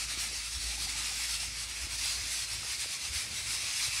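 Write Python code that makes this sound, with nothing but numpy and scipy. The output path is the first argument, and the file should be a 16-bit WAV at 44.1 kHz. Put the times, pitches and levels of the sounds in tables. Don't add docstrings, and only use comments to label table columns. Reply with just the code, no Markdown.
import sys
import numpy as np
from scipy import signal
from scipy.fft import rfft, irfft, next_fast_len
from scipy.io import wavfile
from scipy.ndimage import uniform_filter1d, map_coordinates

SR = 44100
rng = np.random.default_rng(int(sys.argv[2]) if len(sys.argv) > 2 else 0)


def gain_from_decibels(decibels):
    exponent = np.asarray(decibels, float) / 20
    return 10 ** exponent


def inscribe(sig):
    pcm = np.round(np.clip(np.atleast_2d(sig).T, -1, 1) * 32767)
    wavfile.write(sys.argv[1], SR, pcm.astype(np.int16))


N = 176400
T = np.arange(N) / SR


def unit(x):
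    return x / np.sqrt(np.mean(x ** 2) + 1e-20)


def curves(rows):
    s, *columns = np.transpose(rows)
    return [np.interp(T, s, column) for column in columns]


def wobble(rate):
    return map_coordinates(rng.standard_normal(4000), [T * rate])


def filtered(x, response):
    m = next_fast_len(N + SR // 4)
    return irfft(rfft(x, m) * response(np.fft.rfftfreq(m, 1 / SR)), m)[:N]


def coloured(x, points):
    f, db = np.transpose(points)
    return filtered(x, lambda hz: gain_from_decibels(np.interp(np.log(hz + 1), np.log(f + 1), db, -120, -120)))


def blurred_field(shape, bins, frames):
    field = uniform_filter1d(rng.standard_normal(shape), size=bins, axis=0)
    return unit(uniform_filter1d(field, size=frames, axis=1))


def patchy(patchy_db):
    z = signal.stft(rng.standard_normal(N), nperseg=1024)[2]
    narrow = blurred_field(z.shape, bins=3, frames=5)
    wide = blurred_field(z.shape, bins=14, frames=8)
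    gain = gain_from_decibels(patchy_db * (0.95 * narrow + 0.51 * wide))
    return unit(signal.istft(z * gain, nperseg=1024)[1][:N])


def blips(rows, cycles, rise, lag_s):
    out = np.zeros(N)
    for s, db, hz in rows:
        u = (T - s - lag_s) * hz
        swell = np.exp(-2 * (u / cycles) ** 2)
        out += gain_from_decibels(db) * swell * np.cos(2 * np.pi * u * (1 + rise * np.tanh(u / cycles)))
    return out


# (time [s], open jet level [dB], microphone turned to the lid [dB])
STEAM_FLOW = [(0.0, -35.4, 1.5), (0.25, -33, 0.5), (0.6, -37.5, -0.5), (1.0, -32, 2.5), (1.3, -32, 0),
              (1.55, -36.5, 2), (1.8, -37.5, 3), (2.05, -32.9, 1.5), (2.4, -34, 0.5), (2.65, -33.5, 0.5),
              (3.15, -33, 2), (3.35, -32.5, 2), (3.55, -33, 2.5), (3.72, -34.5, 2.5), (3.83, -31.5, 1),
              (4.0, -34.3, 4.5)]
# (time [s], depth [dB], half length [s])
WEIGHT_CHOKES = [(0.072, 6.5, 0.014), (0.163, 5, 0.017), (0.302, 4.7, 0.033), (0.429, 3, 0.023),
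                 (0.502, 3.5, 0.016), (0.584, 2, 0.012), (0.775, 4.5, 0.015), (0.873, 4, 0.011),
                 (0.948, 5, 0.021), (1.027, 3.5, 0.02), (1.134, 4.5, 0.042), (1.277, 5, 0.013),
                 (1.384, 5.5, 0.016), (1.527, 6, 0.043), (1.669, 4, 0.016), (1.737, 3.5, 0.017),
                 (1.882, 6, 0.015), (1.973, 5, 0.0073), (2.208, 4.5, 0.044), (2.377, 1.6, 0.013),
                 (2.467, 5.2, 0.018), (2.608, 6, 0.052), (2.774, 5.5, 0.017), (2.875, 7, 0.025),
                 (2.991, 7, 0.035), (3.111, 7.5, 0.021), (3.302, 7, 0.047), (3.44, 5.5, 0.027),
                 (3.597, 2.4, 0.044), (3.903, 3.9, 0.018)]
# (frequency [Hz], level [dB per Hz])
LID_SIDE = [(500, -33), (1000, -19), (1600, -15), (2150, -5), (2600, -4), (3050, -6.5), (3600, -14)]
# (frequency [Hz], level [dB per Hz])
JET_CORE = [(600, -20.5), (1500, -15), (3000, -8.5), (4000, -2.5), (5100, -1), (6000, -4), (6800, -7.5),
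            (8500, -22)]
# (frequency [Hz], level [dB per Hz])
JET_FIZZ = [(5500, -23), (7000, -9.5), (8100, -5), (10900, -10), (11700, -19), (13000, -21.5),
            (14200, -28.5), (15700, -27.5)]
# (frequency [Hz], level [dB per Hz])
MID_PEAK = [(1090, -32), (1200, -1.5), (1380, 0), (1520, -13), (1700, -14)]


def steam():
    open_db, lid_db = curves(STEAM_FLOW)
    s, depth, half = np.transpose(WEIGHT_CHOKES)[:, :, None]
    choke_db = (depth * np.exp(-.5 * ((T - s) / half) ** 2)).sum(0)
    flow_db = open_db - choke_db + 0.6 * wobble(30.18)
    swing = flow_db - flow_db.mean()

    spits_per_s, spit_db = 1500, -20
    droplets = (rng.random(N) < spits_per_s / SR) * rng.standard_normal(N)
    spit = gain_from_decibels(spit_db) * unit(droplets)

    peak_db, peak_fade_db_per_s = -9.5, 4.5
    parts = [(LID_SIDE, 0.89 * swing + lid_db),
             (JET_CORE, 1.0 * swing),
             (JET_FIZZ, 1.21 * swing),
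             (MID_PEAK, peak_db + .5 * swing - peak_fade_db_per_s * T)]
    jet = np.zeros(N)
    for shape, db in parts:
        drift_db = .5 * wobble(13)
        jet += gain_from_decibels(db + drift_db) * coloured(patchy(patchy_db=2.0) + spit, shape)

    notch_hz, notch_wide_hz, notch_db = 3044, 220, -3.5
    jet = filtered(jet, lambda hz: gain_from_decibels(notch_db * np.exp(-((hz - notch_hz) / notch_wide_hz) ** 2)))
    return gain_from_decibels(flow_db.mean() + 1.18 + 6.5) * jet


# (time [s], peak level [dB], pitch [Hz])
BUBBLE_POPS = [
    (.245, -48, 830),
    (.725, -43, 800),
    (.782, -41.5, 830),
    (.822, -40, 1220),
    (.873, -43.5, 780),
    (.957, -43, 860),
    (1.118, -46, 790),
    (1.2, -44, 845),
    (1.435, -46, 834),
    (2.632, -39, 1260),
]


def bubbles():
    return gain_from_decibels(-2.5) * blips(BUBBLE_POPS, cycles=5.0, rise=.04, lag_s=0)


def kitchen(x):
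    level_db, t60_s, gap_s = -11, .3, .006
    t = T[:SR // 2]
    tail = rng.standard_normal(len(t)) * gain_from_decibels(-60 * t / t60_s) * (t > gap_s)
    return gain_from_decibels(level_db) * signal.fftconvolve(x, tail / np.linalg.norm(tail))[:N]


# (time [s], peak level [dB], pitch [Hz])
HAND_BUMPS = [(0.18, -46, 59.7), (0.378, -43, 59.2), (0.557, -35.5, 64.4), (0.65, -41, 59.2),
              (1.826, -37, 64.6), (2.187, -45, 65.5), (2.788, -49, 59.2), (3.094, -39.5, 68),
              (3.15, -38, 76), (3.62, -45, 91.5), (3.87, -39, 113)]
# (time [s], peak level [dB], pitch [Hz])
FINGER_TICKS = [(.176, -40.5, 277), (.315, -50, 480), (.331, -44, 374), (1.87, -43, 296), (2.055, -42, 700),
                (2.192, -46, 600), (2.62, -48, 240), (2.635, -41, 800), (2.65, -48, 450), (2.265, -52, 300),
                (2.845, -36.5, 1030), (2.86, -40.5, 484), (3.64, -49, 500), (3.88, -41, 650)]


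def handling():
    bumps = gain_from_decibels(-1.5) * blips(HAND_BUMPS, cycles=1.76, rise=.03, lag_s=0.0178)
    return bumps + blips(FINGER_TICKS, cycles=0.87, rise=.03, lag_s=0)


# (time [s], drone level [dB], octave level [dB])
MOTOR_LEVELS = [(0, -49, -59), (.5, -51.5, -62), (.7, -44, -66), (1.2, -51.5, -77), (1.75, -51.5, -68),
                (1.95, -48, -59), (2.3, -53.5, -66), (2.55, -53.5, -54), (2.95, -65, -68.5),
                (3.5, -57.5, -55.5), (3.75, -57, -60), (4, -55, -58)]


def motor():
    motor_hz, waver_hz, fifth_db = 55.7, 0.53, -19
    drone_db, octave_db = curves(MOTOR_LEVELS)
    turn = 2 * np.pi * np.cumsum(motor_hz + waver_hz * wobble(3.03)) / SR
    drone = gain_from_decibels(drone_db + 2.5 + 0.9 * wobble(9.9)) * np.sin(turn)
    octave = gain_from_decibels(octave_db + 1.7 * wobble(8.56)) * np.sin(2 * turn)
    fifth = gain_from_decibels(drone_db + fifth_db + 2.6 * wobble(14)) * np.sin(5 * turn + 0.49 * wobble(25))
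    return drone + octave + fifth


def whine():
    whine_hz, level_db, from_s, to_s, fade_s = 525, -72, .6, 3.7, 0.41
    on = np.clip(np.minimum(T - from_s, to_s - T) / fade_s, 0, 1)
    return on * gain_from_decibels(level_db + 2.3 * wobble(3.2)) * np.sin(2 * np.pi * whine_hz * T)


# (frequency [Hz], level [dB per Hz])
ROOM_TONE = [(30, -33), (45, -10), (62, -2.5), (110, -5), (160, -13), (280, -16.5), (450, -20),
             (1200, -23.5)]


def room():
    return gain_from_decibels(-55.5 + 1.2 * wobble(7)) * unit(coloured(patchy(patchy_db=1.5), ROOM_TONE))


def scene():
    cooker = steam() + bubbles()
    mono = cooker + kitchen(cooker) + handling() + motor() + whine() + room()
    return np.tile(mono, (2, 1))


TOP_HZ = 15750


def microphone(x):
    low_cut_hz = 27
    return filtered(x, lambda hz: (hz < TOP_HZ) / np.sqrt(1 + (low_cut_hz / (hz + 1)) ** 8))


def thin_treble(x):
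    holes_over_hz, holes_percent, follow = 12900, 17, .75
    hz, _, z = signal.stft(x, SR, nperseg=1024, noverlap=768)
    power = uniform_filter1d(uniform_filter1d(abs(z) ** 2, size=3, axis=0), size=7, axis=1)
    top = (hz > holes_over_hz) & (hz < TOP_HZ)
    power = power / (np.median(power[top], axis=0) + 1e-20) ** follow
    keep = ~top[:, None] | (power > np.percentile(power[top], holes_percent))
    return signal.istft(z * keep, nperseg=1024, noverlap=768)[1][:N]


# (time [s], low edge [Hz], high edge [Hz], level [dB])
SIDE_BURSTS = [
    (.589, 8200, 9700, -58),
    (1.819, 11000, 12500, -64),
    (2.097, 4200, 5200, -46),
    (2.097, 6300, 7560, -50),
    (2.401, 7500, 9700, -47),
    (3.981, 4700, 6400, -45),
    (3.981, 7500, 9000, -52),
    (3.981, 11000, 12500, -59),
]


def side_noise():
    burst_s = 2048 / 44100
    side = np.zeros(N)
    for s, lo_hz, hi_hz, db in SIDE_BURSTS:
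        band = unit(filtered(rng.standard_normal(N), lambda hz: (hz > lo_hz) & (hz < hi_hz)))
        window = np.cos(np.pi * np.clip((T - s) / burst_s, -.5, .5)) ** 2
        side += gain_from_decibels(db + 4.0) * band * window
    return side


def roll_off(x):
    return signal.sosfilt(signal.butter(12, 15920, fs=SR, output="sos"), x)


def record(dry):
    mono = thin_treble(microphone(dry[0]))
    side = side_noise()
    return roll_off(np.array([mono + side, mono - side]))


dry = scene()
out = record(dry)
inscribe(out)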